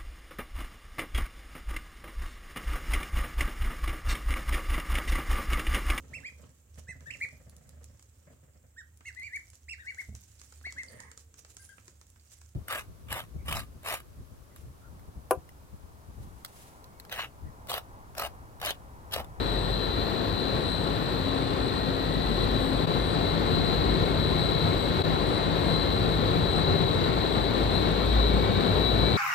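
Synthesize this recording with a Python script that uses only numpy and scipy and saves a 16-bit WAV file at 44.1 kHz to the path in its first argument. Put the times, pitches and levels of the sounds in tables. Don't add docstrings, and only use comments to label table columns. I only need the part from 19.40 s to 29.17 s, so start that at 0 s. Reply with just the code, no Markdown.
import sys
import numpy as np
from scipy import signal
from scipy.fft import rfft, irfft, next_fast_len
from scipy.io import wavfile
from scipy.ndimage import uniform_filter1d

SR = 44100
rng = np.random.default_rng(int(sys.argv[2]) if len(sys.argv) > 2 else 0)


def generate_wav(signal):
    frames = np.transpose(np.atleast_2d(signal))
    scaled = np.clip(frames, -1, 1) * 32767
    pcm = np.round(scaled).astype(np.int16)
    wavfile.write(sys.argv[1], SR, pcm)


N = 430857


# frequency in Hz, relative density in dB.
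ROAR_SPECTRUM = [(25, -21), (45, -16), (120, -17), (165, -3), (230, -1.5), (300, -1.5), (325, -2.5),
                 (400, -1.5), (520, -4), (630, -8.5), (710, -6), (900, -10), (1200, -27), (2000, -72)]
HISS_SPECTRUM = [(600, -34.5), (1040, 6.5), (1250, 4.5), (1500, 0), (1680, -3.5), (1790, -0.5),
                 (2080, -5.5), (2500, -6.5), (2950, -6.5), (3300, -14.5), (4500, -7), (5600, -26),
                 (7600, -21.5), (8200, -25.5), (8800, -68), (14000, -51)]

def airflow():
    roar = from_db(wind_db(-28.5, power=3.7)) * air_noise(ROAR_SPECTRUM)
    hiss = from_db(wind_db(-36, power=2.7)) * air_noise(HISS_SPECTRUM)
    return roar + hiss


# time in seconds, half width in seconds, buffet rise in dB, boom rise in dB.
GUSTS = [(3.0, 0.21, 1.5, 0), (3.55, 0.13, 1.5, 5), (4.53, 0.1, 3.5, 5), (4.88, 0.16, 3.5, 1),
         (5.24, 0.18, 3.5, -2), (6.69, 0.14, 3.5, 5), (7.05, 0.091, 4.5, -1), (7.41, 0.21, 4.5, -9),
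         (8.33, 0.091, 3, -5), (9.25, 0.096, 3.5, 2), (9.7, 0.14, 5, 3)]
# frequency in Hz, relative density in dB.
BUFFET_SPECTRUM = [(45, -38), (61, -0.5), (71, -7), (85, 1.5), (101, 2), (122, -0.5), (142, -2),
                   (170, -1.5), (200, -10.5), (235, -16), (330, -70)]

def buffet():
    level_db = wind_db(-32, power=2.45) + swells(GUSTS)
    return from_db(level_db) * evened(air_noise(BUFFET_SPECTRUM))


# frequency in Hz, relative density in dB.
BOOM_SPECTRUM = [(12, -24), (30, -9), (38, -7), (47, 13.5), (58, 30), (67, 0), (90, -39)]

def boom():
    level_db = wind_db(-38.5, power=5.4) + swells(GUSTS, column=3)
    return from_db(level_db) * evened(air_noise(BOOM_SPECTRUM))


SWITCH_HZ, WANDER_HZ = 3995.6, 1.6
# time in seconds, main motor supply in Hz.
SUPPLY = [(0, 16.05), (8.05, 16.05), (8.4, 18.85), (9.77, 18.85)]
# time in seconds, half width in seconds, lower sideband rise in dB, upper rise in dB.
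SURGES = [(0.11, 0.045, 8, -2), (0.52, 0.3, 17.5, 10.5), (1.14, 0.25, -3, 8.5), (1.37, 0.2, 6, 2),
          (1.92, 0.12, 10, -2), (2.4, 0.097, 2, 8), (3.18, 0.24, 10.5, 0), (3.54, 0.071, 9, 5),
          (3.89, 0.3, 6, 4), (4.23, 0.21, 0.0, 9.5), (5.05, 0.28, 7, 6.5), (5.67, 0.16, 4.5, 0),
          (6.11, 0.23, 7, 5.5), (6.4, 0.18, 2, 10), (7.2, 0.25, 5.5, 8.5), (7.78, 0.099, -3, 4.5),
          (8.37, 0.036, -1, 12), (8.84, 0.18, 7.5, 0), (9.47, 0.052, 2, -7), (9.67, 0.26, 8, 11)]
# time in seconds, half width in seconds, lower sideband fall in dB, upper fall in dB.
SAGS = [(0.58, 0.25, 14, 4), (1.58, 0.1, 4, -3), (2.35, 0.27, 11, 0.0), (2.72, 0.056, 10, 9),
        (3.34, 0.2, 9, 12), (4.01, 0.075, 4, 19), (4.73, 0.044, 6, 4), (6.18, 0.099, 3, 16),
        (6.9, 0.05, 4, 9), (8.06, 0.075, 4, -3), (8.6, 0.057, 10, -8), (8.98, 0.11, 6, 9.0),
        (9.42, 0.12, -5.5, 14)]

def main_whine(supply_hz):
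    surge_db = [swells(SURGES, column) - swells(SAGS, column) for column in (2, 3)]
    lower_db, upper_db = np.maximum(surge_db, -11)
    lower = tone(SWITCH_HZ - 3 * supply_hz + WANDER_HZ * drift(9.1), scatter=0.14, rate=10)
    upper = tone(SWITCH_HZ + 3 * supply_hz + WANDER_HZ * drift(9.3), scatter=0.13, rate=4.4)
    lower *= from_db(wind_db(-43.5, power=7.3) + lower_db) * shaft_throb(supply_hz)
    upper *= from_db(-46 + upper_db) * shaft_throb(supply_hz)
    return lower + upper


def shaft_throb(supply_hz, depth_db=1.6):
    turns = np.cumsum(supply_hz) / (3 * SR) + rng.random()
    return from_db(depth_db * np.sin(2 * np.pi * turns))


# frequency in Hz, relative density in dB.
HOUSING_SPECTRUM = [(2900, -21.5), (3200, -6), (3600, -4), (3780, -6.5), (3950, 3), (4060, 0.5), (4300, -8),
                    (4600, -23.5), (5400, -26.5), (7400, -43), (7860, -20.5), (7990, -14), (8120, -22),
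                    (8500, -44.5), (10400, -29), (11700, -29), (11970, -27), (12200, -25.5), (13200, -43),
                    (15000, -53)]
# time in seconds, gain of housings and weak sidebands in dB.
RING_GAIN = [(0, -1), (0.8, -2), (2.7, -2), (3.05, 0.5), (3.3, -1), (3.95, -1.2), (4.2, -0.5), (4.75, -0.5),
             (5.0, 0.8), (5.6, 0), (6.0, -1.5), (6.35, 0), (6.85, -0.2), (7.75, -0.5), (8.1, 0.5),
             (8.75, 1), (9.1, 0.7), (9.77, 0.2)]

def housings():
    ring_db, = curves(RING_GAIN)
    return from_db(-39.5 + ring_db) * air_noise(HOUSING_SPECTRUM)


# supply multiple, relative level in dB at low speed, at high speed.
WEAK_SIDEBANDS = [(-27, -14, -22), (-21, -12, -9), (-15, -8, -2), (-13, -14, -16), (-11, -13, -8),
                  (-9, -4, -4), (-7, -13, -10), (-5, -11, -2), (-1, -3, -3), (1, -9, -9), (5, -12, 0),
                  (7, -13, -11), (9, -2, -11), (11, -13, -13), (13, -12, -12), (15, -6, -11),
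                  (19, -20, -20), (21, -11, -15), (23, -17, -20), (27, -17, -22)]

def weak_sidebands(supply_hz):
    ring_db, = curves(RING_GAIN)
    base_db = wind_db(-45, power=0.8) + ring_db
    surge_db = 0.16 * swells(SURGES, column=3)
    out = 0
    for multiple, slow_db, fast_db in WEAK_SIDEBANDS:
        level_db = base_db + (multiple > 0) * surge_db + speed_db(supply_hz, slow_db, fast_db)
        out += from_db(level_db) * tone(SWITCH_HZ + multiple * supply_hz, scatter=0.5, rate=4.1)
    return out


# switching harmonic, supply multiple, relative level in dB at low speed, at high speed.
OVERTONES = [(2, -2, -60.5, -60), (2, 0, -67, -66), (2, 2, -61.5, -62), (3, -5, -77, -85),
             (3, -1, -75, -72), (3, 1, -77.5, -73), (3, 5, -78.5, -84)]
# time in seconds, half width in seconds, rise in dB below harmonic 2, above it, around 3.
FLARES = [(0.2, 0.16, 3, -6, 0), (0.64, 0.09, -10, -8, 5), (0.9, 0.06, 2, -4, 7), (1.32, 0.14, 6, 10, 1),
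          (1.68, 0.17, -8, 2, 3), (1.96, 0.09, 0, 7, 0), (2.26, 0.09, 2, 4, -4), (2.65, 0.15, 0, 4, 4),
          (3.25, 0.11, 8, 0, 6), (3.76, 0.14, -7, 10, -2), (4.15, 0.27, 2, -4, 2), (4.68, 0.12, 5, 4, 4),
          (5.0, 0.05, -2, 10, -2), (5.44, 0.08, 5, -2, 6), (5.92, 0.11, -7, 12, -5), (6.35, 0.32, 5, -3, 2),
          (6.9, 0.07, 0, -3, 6), (7.16, 0.059, 8, 11, 0), (7.62, 0.07, 2, 0, 1), (8.0, 0.15, 7, -2, -2),
          (8.33, 0.07, -7, 7, -6), (9.4, 0.18, 0, 3, 4)]

def overtones(supply_hz, gain_db=1.5):
    below_db, above_db, third_db = [swells(FLARES, column) for column in (2, 3, 4)]
    out = 0
    for harmonic, multiple, slow_db, fast_db in OVERTONES:
        flare_db = third_db if harmonic > 2 else (multiple < 0) * below_db + (multiple > 0) * above_db
        level_db = gain_db + speed_db(supply_hz, slow_db, fast_db) + flare_db
        hz = harmonic * SWITCH_HZ + multiple * supply_hz + WANDER_HZ * drift(9)
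        out += from_db(level_db) * tone(hz, scatter=0.4, rate=7)
    return out


# time in seconds, running level in dB.
RUN_LEVEL = [(0, -80), (3.1, -51), (3.55, -45), (3.95, -52), (4.5, -42), (5.05, -44.5), (5.75, -39.5),
             (6.05, -53), (6.4, -52), (6.85, -42.5), (7.2, -42), (8.0, -39), (8.4, -51), (9.77, -76)]
# offset from the switching rate in Hz, level in dB relative to RUN_LEVEL.
RUN_LINES = [(-84.3, 0), (-12.3, -7), (12.3, -12), (84.3, -11), (-108.4, -11)]
# offset from the switching rate in Hz, level in dB.
IDLE_LINES = [(-301, -57), (-217, -60), (36.5, -51.5), (122, -51)]

def second_motor(idle_end_s=2.95):
    run_db, = curves(RUN_LEVEL)
    running, idling = [
        sum(from_db(db) * tone(SWITCH_HZ + offset_hz, scatter=0.53, rate=1.1) for offset_hz, db in lines)
        for lines in (RUN_LINES, IDLE_LINES)]
    return from_db(run_db) * running + gate(-1, idle_end_s) * idling


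# time in seconds, half width in seconds, rise in dB.
DRONE_SWELLS = [(.1, 0.45, 11.5), (2.97, 0.33, 11), (4.53, 0.11, 8), (6.67, 0.12, 5), (8.2, 0.11, 12),
                (8.52, 0.063, -9), (8.83, 0.3, 19), (9.57, 0.25, 9)]

def blade_drone(supply_hz):
    level_db = wind_db(-42, power=2.3) + swells(DRONE_SWELLS)
    return from_db(level_db) * tone(3 * supply_hz, scatter=0.08, rate=3)


# time in seconds, peak level in dB.
THROBS = [(2.94, -32), (3.47, -29), (3.78, -32.5), (3.97, -30), (4.16, -27.5), (4.33, -36), (4.47, -35),
          (4.62, -36), (4.8, -33.5), (4.98, -28), (5.17, -33), (5.35, -39), (5.52, -34), (5.72, -31),
          (5.92, -32.5), (6.12, -29.5), (6.35, -29), (6.52, -29), (6.72, -45), (6.98, -27.5), (7.17, -29),
          (7.36, -37), (7.53, -36), (7.75, -39), (8.0, -46), (8.5, -29.5), (8.95, -34.5)]

def fan_throbs(hz=160.5, half_width_s=0.068):
    envelope = swells([(time_s, half_width_s, from_db(db)) for time_s, db in THROBS])
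    return envelope * tone(hz, scatter=0.18, rate=5.9)


# start in seconds, end in seconds, pitch in Hz, level in dB.
HUMS = [(-1, 2.8, 171, -43), (9.0, 9.4, 179, -35), (3.85, 7.6, 158.5, -36.5), (1.0, 1.75, 270, -44),
        (1.7, 2.85, 270, -37.5), (3.02, 3.48, 270, -34.5), (2.85, 3.4, 228, -39), (2.85, 3.3, 360, -42),
        (3.8, 7.9, 458, -46), (8.6, 9.1, 410, -39), (9.1, 9.9, 422, -40.5), (3.5, 7.4, 287, -43),
        (3.5, 7.9, 370, -47), (3.5, 7.9, 382, -46.5), (3.6, 7.4, 574, -50), (9.05, 9.9, 102.5, -34),
        (8.9, 9.3, 203, -34), (3.8, 4.4, 2116, -54), (4.9, 5.65, 2116, -54), (6.3, 6.6, 2116, -54),
        (7.2, 8.2, 2116, -52), (8.9, 9.9, 2245, -51.5), (3.6, 9.9, 3275, -57)]

def fan_hums():
    return sum(from_db(db) * gate(start_s, end_s) * tone(hz, scatter=0.17, rate=6.8)
               for start_s, end_s, hz, db in HUMS)


# time in seconds, pitch in Hz, gain in dB.
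EDGE_TONE = [(0, 1805, -51), (1.2, 1900, -58), (2.0, 1850, -64), (2.7, 1910, -47), (3.2, 2010, -55),
             (3.7, 2130, -55), (4.6, 2190, -52), (5.5, 2200, -50), (6, 2100, -52), (6.9, 2187, -56),
             (7.8, 2245, -52), (8.35, 2170, -50), (8.8, 2270, -50), (9.77, 2310, -49)]

def vortices(hiss_db=-2, whistle_db=-5.5, waver_hz=9):
    hz, gain_db = curves(EDGE_TONE)
    hiss = from_db(hiss_db) * tone(hz, scatter=6.9, rate=47)
    whistle = from_db(whistle_db) * tone(hz + waver_hz * drift(3), scatter=0.6, rate=6)
    return from_db(gain_db) * (hiss + whistle)


# time in seconds, air speed in m/s.
WIND = [(0, 9.8), (2.1, 9.95), (3.3, 10.36), (4.2, 10.86), (6.1, 10.6), (8.2, 11.08), (9.77, 11.23)]

def wind_db(cruise_db, power, cruise_m_per_s=10.7):
    m_per_s, = curves(WIND)
    return cruise_db + power * 20 * np.log10(m_per_s / cruise_m_per_s)


def speed_db(supply_hz, slow_db, fast_db):
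    speed = (supply_hz - supply_hz.min()) / np.ptp(supply_hz)
    return slow_db + speed * (fast_db - slow_db)


# frequency in Hz, coherence 0-1, left minus right in dB, left phase lead in radians.
STEREO_FIELD = [(45, 0.88, 2.5, .3), (90, 0.95, 0, 0.66), (157, 0.87, 4.5, 1.42), (243, 0.05, 14, 0.88),
                (320, 0.49, 5.5, 0.35), (410, 0.63, 8.5, 0.45), (630, 0.24, 4.5, 0.51),
                (725, 0.99, 5, 1.97), (1060, 0.51, 4, 1.94), (1270, 0.92, -2.5, 4.3), (1580, 1, 3.5, 5.18),
                (2180, 0.23, 4, 7.02), (2960, 0.3, 10, 7.2), (3730, 0.66, 10, 6.78),
                (4670, 0.7, 12.5, 8.16), (6540, 0.4, 7.5, 3.8), (7750, 0.8, 2.5, 2.5),
                (10380, 1, 0.5, 3.02), (12060, 1, -0.5, 0.57)]

def microphones(hz):
    coherence, lean_db, lead_rad = [at_hz(np.array(STEREO_FIELD)[:, [0, k]], hz) for k in (1, 2, 3)]
    left = from_db(lean_db / 2) * np.exp(0.5j * lead_rad)
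    mean_power = (abs(left) ** 2 + abs(left) ** -2) / 2
    return np.clip(coherence, 0, 0.99), np.array([left, 1 / left]) / np.sqrt(mean_power)


def air_noise(spectrum):
    size = next_fast_len(N, real=True)
    hz = np.fft.rfftfreq(size, 1 / SR)
    shared, apart = rfft(rng.standard_normal((2, size)))
    coherence, gains = microphones(hz)
    pair = np.sqrt(1 + coherence) * shared + np.sqrt(1 - coherence) * apart * [[1], [-1]]
    return unit_rms(irfft(pair * gains * from_db(at_hz(spectrum, hz)), size)[:, :N])


def tone(hz, scatter, rate, reflection_rad=0.83):
    carrier = np.exp(2j * np.pi * (np.cumsum(hz + np.zeros(N)) / SR + rng.random()))
    wave = carrier * unit_rms(1 + scatter * (drift(rate) + 1j * drift(rate)))
    coherence, gains = microphones(np.mean(hz))
    shift_rad = reflection_rad * np.sqrt(1 - coherence) * drift(1.97)
    return np.sqrt(2) * np.real(gains[:, None] * np.array([wave, wave * np.exp(1j * shift_rad)]))


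def evened(noise):
    power = uniform_filter1d(np.mean(noise ** 2, axis=0), size=SR // 3)
    return noise / np.sqrt(power + 1e-6)


def drift(rate, hop=40, settle=2000):
    pole = np.exp(-2 * np.pi * rate * hop / SR)
    white = rng.standard_normal(N // hop + settle + 2)
    slow = signal.lfilter([1], [1, -2 * pole, pole * pole], white)[settle:]
    return np.interp(np.arange(N) / hop, np.arange(len(slow)), unit_rms(slow))


def swells(rows, column=2):
    t = np.arange(N) / SR
    return sum(row[column] * np.exp(-np.minimum(((t - row[0]) / row[1]) ** 2, 20)) for row in rows)


def gate(start_s, end_s, fade_s=0.11):
    t = np.arange(N) / SR
    return np.clip(np.minimum(t - start_s, end_s - t) / fade_s + 0.5, 0, 1)


def curves(rows):
    times_s, *columns = np.transpose(rows)
    return [np.interp(np.arange(N) / SR, times_s, column) for column in columns]


def at_hz(rows, hz):
    row_hz, values = np.transpose(rows)
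    return np.interp(np.log(hz + 1), np.log(row_hz + 1), values)


def from_db(db):
    return 10 ** (np.asarray(db) / 20)


def unit_rms(x):
    return x / np.sqrt(np.mean(np.abs(x) ** 2) + 1e-20)


def scene():
    flutter_db, eddy_db = 0.5, 0.66
    supply_hz, = curves(SUPPLY)
    whine = housings() + main_whine(supply_hz) + weak_sidebands(supply_hz)
    whine += second_motor() + overtones(supply_hz)
    whine *= from_db(flutter_db * drift(22))
    air = (buffet() + airflow()) * from_db(eddy_db * drift(8.2))
    air += vortices() + boom()
    fans = blade_drone(supply_hz) + fan_throbs() + fan_hums()
    return air + whine + fans


# time in seconds, half width in seconds, depth in dB.
LEVEL_DIPS = [(3.463, .007, 13), (5.632, .007, 13)]
CUTOFF_HZ = 15600

def record(dry):
    lowpass = signal.cheby2(12, 70, CUTOFF_HZ, fs=SR, output="sos")
    return signal.sosfilt(lowpass, dry * from_db(-swells(LEVEL_DIPS)))


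dry = scene()
out = record(dry)
generate_wav(out)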